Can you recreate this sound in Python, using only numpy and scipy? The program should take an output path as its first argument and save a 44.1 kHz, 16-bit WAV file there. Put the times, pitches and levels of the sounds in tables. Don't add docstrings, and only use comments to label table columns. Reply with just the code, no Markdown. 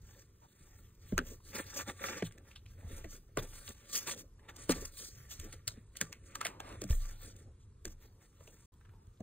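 import sys
import numpy as np
from scipy import signal
from scipy.io import wavfile
from scipy.ndimage import uniform_filter1d

SR = 44100
rng = np.random.default_rng(int(sys.argv[2]) if len(sys.argv) > 2 else 0)


def boost_factor(decibels):
    exponent = np.asarray(decibels, float) / 20
    return 10 ** exponent


def to_wav(s):
    ch = np.atleast_2d(s).T
    pcm = np.round(np.clip(ch, -1, 1) * 32767)
    wavfile.write(sys.argv[1], SR, pcm.astype(np.int16))


N = 406643
T = np.arange(N) / SR
HZ = np.arange(513) * SR / 1024
SILENCE_START_S, SILENCE_END_S = 8.659, 8.72

# pitch in Hz, width in Hz, level in dB.
WALL = [(476, 13, -9), (565.3, 40, 8), (838, 170, -5.5), (1170, 22, 1), (1360, 97, -4.5), (1620, 140, -4.5),
        (1774, 220, -3), (2400, 670, -10), (3590, 230, -11)]
# pitch in Hz, width in Hz, level in dB.
PILE = [(3280, 750, -5.5), (4360, 610, -2), (6250, 1290, 0.5), (9100, 1830, -0.5), (11840, 7140, -2.5),
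        (14230, 7500, -5)]


def unit(x):
    return x / np.sqrt(np.mean(x ** 2))


def level_curve(table):
    s, db = np.transpose(table)
    return boost_factor(np.interp(T, s, db))


def band(x, lo_hz, hi_hz):
    return signal.sosfilt(signal.butter(2, [lo_hz, hi_hz], "band", fs=SR, output="sos"), x)


def walk(rate):
    hold = int(SR / rate)
    steps = np.repeat(rng.standard_normal(N // hold + 1), hold)
    return 0.98 * uniform_filter1d(steps, hold)[:N]


def resonate(x, modes, patchy_db=None):
    out = 0
    for k, (hz, width, db) in enumerate(modes):
        if patchy_db is not None:
            db = db + patchy_db * walk(17)
        ring = signal.lfilter(*signal.iirpeak(hz, hz / width, fs=SR), x)
        out = out + (-1) ** k * boost_factor(db) * ring
    return out


def add(out, s, sound):
    i = int(s * SR)
    out[i:i + len(sound)] += sound[:N - i]


def rumble():
    # time in seconds, rumble in dB.
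    weight = [(0, -58), (.38, -69.5), (.77, -61.5), (1.1, -62), (1.23, -55.5), (1.56, -58), (2.64, -59.5),
              (3.03, -52.5), (3.21, -59.5), (4.55, -61), (4.78, -50), (4.93, -60.5), (5.57, -56),
              (6.06, -62), (6.98, -52.5), (7.45, -59.5), (8.4, -63), (9.22, -61.5)]
    noise = rng.standard_normal((2, N))
    floor = unit(band(band(noise[0], 25, 120), 6.6, 110))
    hum = unit(band(noise[1], 82.3, 105.3))
    return boost_factor(-0.5 + 2.0 * walk(9)) * level_curve(weight) * (floor + boost_factor(-3.5) * hum)


def room():
    # pitch in Hz, level in dB per Hz.
    air_colour = [(150, -8.5), (240, -20), (420, -18), (620, -36.5), (1000, -27), (2000, -42), (4500, -41),
                  (15500, -44)]
    hz, db = np.transpose(air_colour)
    colour = boost_factor(np.interp(np.log(HZ + 1), np.log(hz), db)) * np.clip(HZ / 150, 0, 1) ** 2
    air = signal.fftconvolve(rng.standard_normal(N), signal.firwin2(1023, HZ, colour, fs=SR), "same")
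    return boost_factor(-70) * unit(air) * boost_factor(0.27 * walk(15.0))


def strokes(table):
    edge_db, rise_share = 24.5, 0.44
    rise_curve, stop_curve = 1.82, 1.98
    t = T[::44]
    power = boost_factor(-88) ** 2
    for s, length, *db in table:
        rising = t < s
        away = np.where(rising, (s - t) / rise_share, (t - s) / (1 - rise_share)) / length
        firm = boost_factor(-edge_db * np.minimum(away, 5) ** np.where(rising, rise_curve, stop_curve))
        brush = boost_factor(-13.5 - 11 * away)
        shape = firm ** 2 + brush ** 2
        power = power + boost_factor(np.array(db)[:, None]) ** 2 * shape * (t < SILENCE_END_S)
    return [np.interp(T, t, p) for p in np.sqrt(power)]


def slips(spread_db, judder_db, rate):
    uneven_db = spread_db * rng.exponential(size=N)
    return rng.standard_normal(N) * boost_factor(uneven_db + judder_db * walk(rate))


def dragging():
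    # middle in seconds, length in seconds, fur on pile in dB, claws on cardboard in dB.
    scrabbles = [(.12, 0.36, -69.5, -66), (.65, 0.78, -71.5, -70), (1.09, 0.26, -65, -66),
                 (1.29, 0.18, -59, -61.5), (1.49, 0.19, -60, -64.5), (1.575, 0.13, -48, -40),
                 (1.6, 0.043, -69, -43.5), (1.71, 0.27, -59, -53), (1.775, 0.095, -42.5, -45),
                 (1.805, 0.063, -48, -40.5), (1.89, 0.075, -53.5, -41.5), (2.06, 0.18, -48.5, -39),
                 (2.12, 0.3, -58, -45), (2.175, 0.079, -52.5, -43), (2.26, 0.058, -50.5, -58),
                 (2.49, 0.17, -70.5, -63.5), (2.71, 0.17, -72, -70.5), (2.8, 0.11, -70.5, -63.5),
                 (2.94, 0.32, -59, -57.5), (3.13, 0.14, -55.5, -59), (3.39, 0.047, -49.5, -42.5),
                 (3.43, 0.097, -56, -55.5), (3.57, 0.33, -58, -59.5), (3.69, 0.1, -51, -55.5),
                 (3.82, 0.53, -67, -66), (3.9, 0.072, -59, -60), (3.948, 0.093, -36.5, -48.5),
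                 (3.977, 0.066, -41.5, -51), (4.02, 0.11, -53, -52), (4.085, 0.075, -40.5, -41),
                 (4.12, 0.065, -41.5, -46.5), (4.195, 0.065, -49, -58.5)]
    rolls = [(4.448, .04, -82, -61), (4.497, 0.045, -64, -48.5), (5.536, 0.025, -54, -50),
             (5.681, 0.029, -56, -48), (6.02, 0.042, -49.5, -42), (6.281, .1, -67, -78),
             (6.487, 0.063, -71, -58.5), (4.611, 0.19, -61, -57), (4.714, 0.048, -38, -32.5),
             (4.785, 0.25, -52, -53), (4.855, 0.018, -47, -58), (5.016, 0.22, -49, -58),
             (5.192, 0.25, -67, -64), (5.323, 0.085, -50.5, -60.5), (5.41, 0.49, -63.5, -59.5),
             (5.73, 0.34, -78, -70.5), (6.04, 0.34, -69, -64), (6.328, 0.31, -72, -59.5),
             (6.755, 0.5, -72, -61.5), (6.918, 0.12, -52, -54), (7.021, 0.2, -60, -64),
             (7.11, 0.18, -63, -59.5), (7.246, 0.18, -57, -58), (7.392, 0.15, -69.5, -66.5),
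             (7.62, 0.091, -76.5, -99), (7.879, .015, -54, -56.5), (7.909, 0.092, -70, -68),
             (8.034, 0.13, -70, -67.5), (8.231, 0.11, -71, -68), (8.5, 0.54, -70.5, -70)]
    # middle in seconds, length in seconds, shudder in dB.
    leans = [(1.23, 0.13, -50), (1.32, 0.11, -54), (1.53, 0.21, -53), (2.35, 0.3, -59.5),
             (2.88, 0.49, -55.5), (3.14, 0.13, -55), (3.42, 0.12, -49), (4.15, 0.31, -56), (4.6, 0.72, -60),
             (4.77, 0.23, -47), (5.42, .3, -59), (5.74, 0.21, -63), (6.06, 0.36, -60), (6.52, 0.92, -55),
             (6.72, 0.23, -52), (6.93, 0.12, -50.5), (7.29, 0.2, -51.5), (7.45, 0.15, -60),
             (8.1, 0.4, -70.5), (8.5, 0.21, -64)]
    # time in seconds, level in dB.
    sheen = [(0, 5), (1.3, 5.5), (2.05, 0), (2.6, 3), (3.6, 3.5), (4.2, -1), (4.65, -0.5), (5.1, 4.5),
             (5.5, 1.5), (5.72, -6.5), (6.3, -5), (6.78, -9.5), (6.84, 3.5), (7.2, 2.5), (7.5, -4.5),
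             (7.84, -5), (7.9, 6), (8.6, 1)]
    fur, claws = strokes(scrabbles + rolls)
    lean = strokes(leans)[0]

    rasp = resonate(slips(spread_db=3.2, judder_db=2.8, rate=130), WALL[2:], patchy_db=2.0)
    fibres = slips(spread_db=1.6, judder_db=2.8, rate=120)
    hiss = resonate(fibres, PILE[:4], patchy_db=3.0)
    hiss = hiss + level_curve(sheen) * resonate(fibres, PILE[4:], patchy_db=2.3)

    shaking = slips(spread_db=2.0, judder_db=5.0, rate=39)
    ring = np.hypot(boost_factor(-27.5) * lean, boost_factor(-13) * claws) * unit(resonate(shaking, WALL[:2]))
    shudder = np.hypot(lean, boost_factor(-3.5) * claws) * unit(band(shaking, 150, 470))
    return boost_factor(-3.0) * claws * unit(rasp) + boost_factor(3.5) * fur * unit(hiss) + boost_factor(-4.5) * shudder + ring


def creaks():
    # start in seconds, end in seconds, pitch in Hz, width in Hz, level in dB.
    rubs = [
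        (0.41, 0.47, 920, 77, -60.5),
        (1.4, 1.41, 950, 120, -65.5),
        (2.8, 2.93, 680, 120, -65),
        (6.4, 6.616, 920, 200, -57),
        (5.66, 5.74, 980, 250, -64.5),
        (4.35, 4.907, 820, 230, -66.5),
        (6.603, 6.785, 815, 560, -52.5),
        (8.6, 8.8, 1010, 90, -78),
        (8.8, 9.194, 900, 79, -74),
    ]
    out = 0
    for start, end, hz, width, db in rubs:
        swell = np.sin(np.pi * np.clip((T - start) / (end - start), 0, 1))
        out = out + boost_factor(db) * swell * unit(resonate(rng.standard_normal(N), [(hz, width, 0)]))
    return out


def thumps():
    # start in seconds, peak in dB, wall pitch in Hz, decay in seconds, floorboards in dB.
    pushes = [(0.607, -43, 120, 0.056, -64.5), (1.125, -20.5, 168, 0.085, -39),
              (1.14, -30.5, 74, 0.202, -59), (1.186, -29.5, 239.6, 0.13, -52.5),
              (2.225, -27, 162.4, 0.15, -56), (2.846, -30.5, 76, 0.14, -56), (2.932, -23, 57, 0.046, -46.5),
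              (3.045, -33, 59.2, 0.11, -53), (3.05, -42, 289.9, 0.11, -67),
              (3.373, -31.5, 117.7, 0.18, -43.5), (4.694, -17, 249, 0.095, -44),
              (4.718, -35, 200, 0.087, -65), (4.762, -34.5, 230, 0.047, -69), (4.801, -39, 118, 0.068, -60),
              (5.392, -29.5, 63.3, 0.099, -47.5), (5.673, -33.5, 86, 0.093, -56.5),
              (5.776, -39.5, 183, 0.059, -63), (6.012, -37, 160, 0.18, -62), (6.818, -37, 283, 0.14, -56),
              (6.842, -38.5, 182, 0.22, -64), (6.904, -9, 54.6, 0.1, -27), (6.961, -35.5, 48, 0.35, -58),
              (7.852, -39.5, 311, 0.12, -47.5), (7.87, -37.5, 70, 0.16, -65.5),
              (8.41, -46.5, 111, 0.09, -87.5), (8.641, -61, 84.4, 0.15, -101),
              (8.887, -46.5, 101, 0.11, -92.5), (9.077, -37.5, 77.5, 0.078, -64),
              (9.206, -28.5, 158, 0.043, -63.5)]
    board_hz, board_t60_s = 27.3, 0.65
    t = T[:SR]
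    sway = np.sin(2 * np.pi * board_hz * t) * boost_factor(5.5 - 60 * t / board_t60_s) * (1 - np.exp(-t / 0.01))
    out = np.zeros(N)
    for s, db, hz, t60, board_db in pushes:
        phase = 2 * np.pi * hz * (t + .0042 * (1 - np.exp(-t / .008)))
        quick = 0.67 * np.sin(1.56 * phase) * boost_factor(-60 * t / t60)
        slow = 0.35 * np.sin(.67 * phase) * boost_factor(25 * t / t60)
        fade = boost_factor(db - 2.0 - 60 * t / t60)
        soft_start = np.minimum(t * hz / 0.5, 1) ** 1.34
        panel = (np.sin(phase) + quick + slow) * fade * soft_start
        add(out, s - 0.001, panel + boost_factor(board_db) * sway)
    return out


def tear(t, t60_s, tail_db):
    after = np.maximum(t, 0)
    snap = 0.27 * np.exp(-np.abs(t - .0015) / 0.0015)
    return boost_factor(-60 * after / t60_s) + boost_factor(tail_db - 60 * after / 0.14) + snap


def ticks():
    # time in seconds, # peak in
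    # dB, treble in dB against the peak, wall in dB against the peak, loudest ring in Hz.
    catches = [(1.123, -42.5, -29, 14, 1260), (1.179, -14, -7.5, -6, 1273), (1.188, -17, -27, -15, 1470),
               (1.554, -34, -1, -9, 2250), (2.223, -28, -28, 10, 1870), (2.322, -50.5, -2, -29, 2000),
               (2.381, -48, -6, -13, 1790), (2.513, -46, -30, -30, 2650), (2.559, -38.5, -35, -29, 3280),
               (2.661, -47, -15, -32, 2670), (3.044, -39.5, -13, 5, 1920), (3.153, -52, -5, -18, 1740),
               (3.372, -22, -10, 7.5, 1200), (3.677, -32.5, -14, -36, 3500), (3.29, -65.5, -12, 12, 1900),
               (4.176, -49, 4, -10, 3300), (4.073, -36.5, 2.5, -3, 1620), (4.395, -56, -20, -10, 1900),
               (4.49, -41.5, -18, -8, 1430), (4.564, -50.5, 7.5, -16, 1360), (4.693, -20.5, -8, 1.5, 1170),
               (4.851, -45, 2, -34, 1360), (5.398, -45.5, 8, -11, 1900), (5.526, -44, 2, -9, 2010),
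               (5.678, -25, 0, -14, 4140), (5.772, -54, -18, 5, 1020)]
    later_catches = [(5.955, -44.5, -15, -21, 1900), (5.969, -41.5, 9, -11, 2970),
                     (6.012, -18.5, -1.5, -11.5, 1510), (6.127, -35.5, -2, -31, 2240),
                     (6.354, -30.5, -5, -22, 1170), (6.412, -23.5, -10.5, -33, 1170),
                     (6.417, -30.5, -17, -19, 1086), (6.428, -36, -26, -4, 1120), (6.451, -25, -7, -23, 2230),
                     (6.456, -22.5, -19, -20, 890), (6.467, -26, -3.5, -11, 1790),
                     (6.602, -30.5, -13, -6.5, 880), (6.69, -47, -6, -12, 2400), (6.725, -44, -12, -5, 1000),
                     (6.898, -42, -8, -3, 1300), (6.816, -41.5, 11, 8.5, 890), (6.839, -46, 7, 14, 1650),
                     (6.907, -36.5, -1.5, 3, 920), (7.056, -53.5, 8.5, 4, 1750), (7.364, -63, 10.5, -5, 1500),
                     (7.853, -35, 3.5, 1.5, 1760), (8.407, -50.5, -24, 8, 960), (8.475, -43, -11, 1.5, 2740),
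                     (8.738, -65, -3, -20, 3300), (8.81, -55, -26, -11, 1505), (8.852, -55, -29, -17, 1290),
                     (8.892, -56, -32, -6, 1490), (8.935, -60, -28, 6, 1440), (9.069, -66, -1.5, -10, 1210),
                     (9.173, -65.5, -11, -20, 3500), (9.204, -54.5, -5.5, 24.5, 810)]
    lead_s = .006
    t = T[:SR // 7] - lead_s
    strain = np.where(t < 0, boost_factor(-21 + 2200 * t), np.minimum(0.3 + t / .001, 1))
    out = np.zeros(N)
    for s, db, treble_db, wall_db, hz in catches + later_catches:
        t60 = 0.23 * boost_factor(0.72 * wall_db + 1.14 * db)
        noise = rng.standard_normal((4, len(t)))
        ragged = boost_factor(3.6 * uniform_filter1d(noise[3], size=40) * np.sqrt(40))
        body, treble, low = noise[:3] * ragged * strain
        body = body * tear(t, 2.3 * t60, tail_db=-20.5)
        treble = treble * tear(t, 0.8 * t60, tail_db=-28)
        low = low * tear(t, 1.2 * t60, tail_db=-18)

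        ring = boost_factor(9.5) * resonate(body, [(hz, hz / 4, 0)])
        knock = resonate(body, WALL[3:]) + boost_factor(-3.5) * band(body, 890, 2240) + ring
        snap = resonate(treble, PILE[:4]) + boost_factor(0.5) * resonate(treble, PILE[4:])
        wall = band(band(low, 350, 700), 170, 740)
        for part, part_db in ((knock, -2.0), (snap, treble_db + 4.5), (wall, wall_db - 9.5)):
            add(out, s - lead_s, boost_factor(db + part_db) * part / np.abs(part).max())
    return out


def ports(x):
    # pitch in Hz, radians the left port leads, radians it wanders as the source moves.
    port_lead = [(0, 0, 0), (450, -.4, .1), (600, -.2, .4), (720, 2.1, .95), (1050, 1.9, .95),
                 (1250, .4, .6), (2000, .1, .45), (2700, .3, 1), (3100, 1.5, 1), (3800, .8, .6),
                 (5300, 3.14, .45), (7000, 4.85, .1), (22050, 19.8, .1)]
    cells = signal.stft(x, nperseg=1024, noverlap=768)[2]
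    hz, lead, wander = np.transpose(port_lead)
    pitch = HZ[:, None]
    high = pitch > 4500
    patches = rng.standard_normal(cells.shape)
    patches = unit(uniform_filter1d(uniform_filter1d(patches, size=6, axis=0), size=16, axis=1))

    treble = np.sum(np.abs(cells[100:]) ** 2, axis=0)
    usual = uniform_filter1d(treble, size=24)
    click = np.clip(treble / usual - 1.6, 0, 1)
    shift = click * np.clip(pitch / 5000 - .4, 0, 1) * np.tanh(3 * patches[200])

    hush = .8 * (treble < np.quantile(treble, .15))
    after_cut = 0.45 * (np.arange(len(treble)) * 256 > SILENCE_END_S * SR)
    stray = np.interp(HZ, hz, wander)[:, None] + (hush + after_cut) * high
    stray = stray * np.where(pitch > 2500, 1 - click, 1)
    half = (np.interp(HZ, hz, lead)[:, None] + shift + stray * patches) / 2

    power = uniform_filter1d(uniform_filter1d(np.abs(cells) ** 2, size=24, axis=0), size=5, axis=1)
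    cells = cells * ((pitch < 11500) | (power > boost_factor(-108) ** 2))
    top_db = np.where(treble > 3.5 * usual, -27, -41)
    cells = cells * np.where(pitch > 15750, boost_factor(top_db), 1)

    def drop_faint(gain):
        faint = (np.abs(gain) < .24) & high & (click < .5)
        return np.where(faint, boost_factor(-26.0) * gain, gain)

    mid = cells * drop_faint(np.cos(half))
    side = 1j * cells * drop_faint(np.sin(half))
    return signal.istft(np.array([mid + side, mid - side]), nperseg=1024, noverlap=768)[1][:, :N]


def scene():
    return ports(rumble() + room() + dragging() + creaks() + thumps() + ticks())


def roll_off(x):
    return signal.sosfilt(signal.butter(12, 16820, fs=SR, output="sos"), x)


def record(dry):
    outside = np.maximum(SILENCE_START_S - T, T - SILENCE_END_S)
    return roll_off(dry * np.clip(outside / 0.001, 0, 1))


dry = scene()
out = record(dry)
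to_wav(out)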